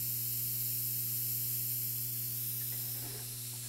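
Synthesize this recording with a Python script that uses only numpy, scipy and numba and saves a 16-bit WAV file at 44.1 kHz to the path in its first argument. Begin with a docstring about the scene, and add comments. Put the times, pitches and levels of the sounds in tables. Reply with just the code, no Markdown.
"""Quiet workshop: compressed air leaks steadily from the air line of a steel bowl feeder.
The feeder's magnet drive hums, pulling twice per mains cycle. The jet's shrill top is beamed and fades
as the listener steps back; the gap whistles, and reflections off the steel cut two moving notches.
Soft scuffs, probably shoes and clothing, come with the step."""
import sys
import numpy as np
from scipy import signal
from scipy.fft import rfft, irfft
from scipy.io import wavfile
from scipy.ndimage import uniform_filter1d
from numba import njit

SR = 44100
rng = np.random.default_rng(int(sys.argv[2]) if len(sys.argv) > 2 else 0)


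def unload_wav(signal):
    """Save mono or channel-first audio to the path in sys.argv[1] as 16-bit WAV at rate SR, clipped to [-1, 1]."""
    wavfile.write(
        sys.argv[1],
        SR,
        np.round(np.clip(np.atleast_2d(signal).T, -1, 1) * 32767).astype(np.int16),
    )


N = 162288

# hiss beside the bowl, before resonances (frequency [Hz], relative density [dB])
CLOSE_SPECTRUM = [(500, -31), (1100, -22.5), (1900, -13), (2400, -6), (3100, -5.5), (4200, -4.5),
                  (6300, -3.5), (8200, 0), (10200, -2), (11000, 0.5), (15700, -1.5)]
# gap and bowl resonances (frequency [Hz], width [Hz], lift [dB])
BOWL_RESONANCES = [(4270, 210, 5), (5290, 610, 6.5), (5940, 150, 4.5), (7380, 1050, 6.5), (8620, 270, 5.5),
                   (9420, 340, 9), (9815, 340, 7), (10530, 220, 7)]
# beamed top of the jet (frequency [Hz], relative density [dB])
SHRILL_SPECTRUM = [(9500, -45), (10950, -16), (11480, 0), (12050, 0), (12700, -2), (13150, -2.6),
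                   (13650, -5.2), (14300, -1.8), (15000, -5.8), (15700, -6.5)]
# hiss a step away, off axis (frequency [Hz], relative density [dB])
OFF_AXIS_SPECTRUM = [(600, -22.5), (1000, -21.5), (1500, -16), (2150, -13.5), (2700, -9), (3200, -14),
                     (4200, -1), (5250, -3), (6300, -5.5), (7650, -2.5), (8700, -3), (9600, -1),
                     (10450, 0.5), (11700, -3.5), (12500, 3), (13300, -8), (15600, -14)]
# hiss as the listener moves (time [s], close [dB], shrill [dB], off-axis [dB])
HISS_LEVELS = [(0, -40, -35.5, -57), (.7, -40.5, -35.5, -51.5), (1.65, -40, -35, -61),
               (2.15, -43, -38, -49.5), (2.45, -43, -36.5, -45.5), (2.75, -44, -38.5, -47.5),
               (2.98, -46, -40, -45.5), (3.1, -50, -48, -43.5), (3.33, -61, -52, -43),
               (3.47, -47, -51, -44), (3.68, -43.5, -71, -47.5)]
# breathy gap whistle (frequency [Hz], relative density [dB])
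WHISTLE_SPECTRUM = [(4000, -33), (4750, -15), (5050, -6), (5400, -6), (5750, -9), (6600, -43)]
# whistle, loudest half a step back (time [s], level [dB])
WHISTLE_LEVELS = [(0, -62), (2.2, -70), (2.55, -63), (2.9, -53), (3.2, -55.5), (3.68, -72)]
# cancellations by reflection off the steel (time [s], frequency [Hz], depth [0-1])
LOW_NOTCH = [(0, 3460, 0.87), (1.7, 3560, .78), (2.17, 3850, 0.93), (2.33, 3900, 0.7), (2.42, 4400, 0.93),
             (2.75, 4420, 0.66), (3.25, 4670, 0.55), (3.68, 4900, 0.4)]
HIGH_NOTCH = [(0, 8300, 0.21), (2.1, 7940, 0.23), (2.52, 7600, 0.74), (2.8, 7660, .25), (3.0, 6840, 0.5),
              (3.45, 6450, 0.33), (3.68, 6460, .2)]
# drive hum (harmonic [x DRIVE_HZ], level [dB])
HUM_HARMONICS = [(1, -46.5), (2, -61), (3, -65), (4, -81.5), (5, -78.5), (7, -80), (9, -83), (11, -79.5),
                 (12, -82.5)]
# hum envelope (time [s], gain [dB])
HUM_GAINS = [(0, 0), (1.4, 0.1), (3.0, -0.8), (3.3, -2.5), (3.68, -2)]
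# workshop background (frequency [Hz], relative density [dB])
SHOP_SPECTRUM = [(20, -16), (31, -6), (40, 8.5), (48, -9), (60, 2.5), (75, -7.5), (100, -1), (170, -11),
                 (400, -18), (700, -18.5), (1200, -22), (3000, -31.5)]
# rubs (start [s], length [s], body [dB], rasp [dB], creak frequency [Hz], creak [dB])
SCUFF_EVENTS = [(2.604, 0.026, -74, -58.5, 1783, -62), (2.719, 0.019, -56, -56, 1976, -55),
                (2.75, 0.18, -67.5, -64, 650, -69.5), (2.938, 0.066, -59, -58.5, 523, -66),
                (3.018, 0.061, -55.5, -57.5, 286, -58), (3.073, 0.11, -60.5, -58.5, 430, -55),
                (3.18, 0.038, -60, -57.5, 685, -61), (3.25, 0.091, -69, -79, 447, -66),
                (3.524, 0.02, -57, -65, 896, -58), (3.628, .05, -69, -59.5, 1640, -66)]
# dull body and gritty rasp of a rub (frequency [Hz], relative density [dB])
BODY_SPECTRUM = [(100, -9), (250, -8.5), (450, 0), (560, -10), (660, -1), (850, -6.5), (1100, -27),
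                 (2500, -30)]
RASP_SPECTRUM = [(400, -1), (800, -1), (1100, -7), (1350, -0.5), (1650, 0.5), (2100, -2), (3000, -7.5),
                 (6000, -24)]

NOTCH_WIDTH_HZ, FLUTTER_DB = 680.0, 0.3
DRIVE_HZ = 120
SHOP_DB = -64
SCUFF_ATTACK_S, SCUFF_RELEASE_S, CREAK_WIDTH_HZ, GRIP_DB = 0.0053, 0.019, 72.0, 1.4
ROOM_T60_S, HISS_WET_DB, SCUFF_WET_DB = 0.2, -11.5, -1.5
CUTOFF_HZ = 15750


def undb(db):
    """Decibels to gain."""
    return 10 ** (np.asarray(db) / 20)


def unit_rms(x):
    """Scale to rms 1."""
    return x / np.sqrt(np.mean(x ** 2))


def curve(rows, column=1):
    """Table column, linearly interpolated in time."""
    rows = np.array(rows)
    return np.interp(np.arange(N) / SR, rows[:, 0], rows[:, column])


def noise(spectrum, resonances=()):
    """Coloured noise, lifted at its resonances; rms 1."""
    freq_hz = np.arange(N // 2 + 1) * SR / N
    points = np.array(spectrum)
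    shape_db = np.interp(np.log(np.maximum(freq_hz, 1)), np.log(points[:, 0]), points[:, 1])
    for centre_hz, width_hz, lift_db in resonances:
        shape_db += lift_db * .5 ** ((2 * (freq_hz - centre_hz) / width_hz) ** 2)
    return unit_rms(irfft(rfft(rng.standard_normal(N)) * undb(shape_db), N))


def wander(rate_hz):
    """Smoothed random steps; rms 1."""
    hold = max(int(SR / rate_hz), 1)
    steps = np.repeat(rng.standard_normal(N // hold + 1), hold)
    return unit_rms(uniform_filter1d(uniform_filter1d(steps, hold), hold)[:N])


@njit
def bandpass(x, centre_hz, width_hz):
    """State-variable band-pass, moving centre."""
    y = np.empty(len(x))
    band_state, low_state = 0., 0.
    for i in range(len(x)):
        g = np.tan(np.pi * centre_hz[i] / SR)
        damping = width_hz / centre_hz[i]
        band = (band_state + g * (x[i] - low_state)) / (1 + g * (g + damping))
        band_state = 2 * band - band_state
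        low_state += 2 * g * band
        y[i] = damping * band
    return y


def room(x, wet_db):
    """Mix in the short scattered tail of a cluttered workshop."""
    time_s = np.arange(SR // 2) / SR
    tail = rng.standard_normal(len(time_s)) * np.exp(-np.log(1000) * time_s / ROOM_T60_S)
    reverb = signal.fftconvolve(x, tail / np.linalg.norm(tail))[:N]
    wet = undb(wet_db)
    return (x + wet * reverb) / np.hypot(1, wet)


def air_leak():
    """Turbulent jet: close hiss and beamed top yield to duller off-axis hiss; reflections notch it."""
    close = noise(CLOSE_SPECTRUM, BOWL_RESONANCES) * undb(curve(HISS_LEVELS, column=1))
    shrill = noise(SHRILL_SPECTRUM) * undb(curve(HISS_LEVELS, column=2))
    off_axis = noise(OFF_AXIS_SPECTRUM) * undb(curve(HISS_LEVELS, column=3))
    whistle = noise(WHISTLE_SPECTRUM) * undb(curve(WHISTLE_LEVELS))
    hiss = close + shrill + off_axis + whistle
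    for notch in (LOW_NOTCH, HIGH_NOTCH):
        centre_hz, depth = curve(notch), curve(notch, column=2)
        hiss -= depth * bandpass(hiss, centre_hz, NOTCH_WIDTH_HZ)
    flutter = undb(FLUTTER_DB * wander(rate_hz=25.1))
    return room(hiss * flutter, HISS_WET_DB)


def magnet_drive():
    """Two pulls per mains cycle: steady hum, thin overtones."""
    phase_rad = 2 * np.pi * DRIVE_HZ * np.arange(N) / SR
    hum = sum(undb(level_db) * np.sin(harmonic * phase_rad + rng.uniform(0, 2 * np.pi))
              for harmonic, level_db in HUM_HARMONICS)
    return np.sqrt(2) * hum * undb(curve(HUM_GAINS))


def workshop():
    """Faint, steady low rumble."""
    return undb(SHOP_DB) * noise(SHOP_SPECTRUM)


def scuffs():
    """Short uneven rubs: dull body, gritty rasp, one creaking resonance each."""
    time_s, rubs = np.arange(N) / SR, np.zeros(N)
    body, rasp = noise(BODY_SPECTRUM), noise(RASP_SPECTRUM)
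    for start_s, length_s, body_db, rasp_db, creak_hz, creak_db in SCUFF_EVENTS:
        attack = np.clip((time_s - start_s) / SCUFF_ATTACK_S, 0, 1)
        release = np.clip((start_s + length_s - time_s) / SCUFF_RELEASE_S + .5, 0, 1)
        centre_hz = np.full(N, float(creak_hz))
        band = bandpass(rng.standard_normal(N), centre_hz, CREAK_WIDTH_HZ)
        creak = unit_rms(bandpass(band, centre_hz, CREAK_WIDTH_HZ))
        rubs += attack * release * (undb(body_db) * body + undb(rasp_db) * rasp + undb(creak_db) * creak)
    grip = undb(GRIP_DB * wander(rate_hz=140))
    return room(rubs * grip, SCUFF_WET_DB)


def scene():
    """All sources, same in both channels."""
    mono = air_leak() + magnet_drive() + workshop() + scuffs()
    return np.array([mono, mono])


def record(dry):
    """Steep elliptic low-pass."""
    lowpass = signal.ellip(16, rp=.1, rs=75, Wn=CUTOFF_HZ, fs=SR, output="sos")
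    return signal.sosfilt(lowpass, dry)


dry = scene()
out = record(dry)
unload_wav(out)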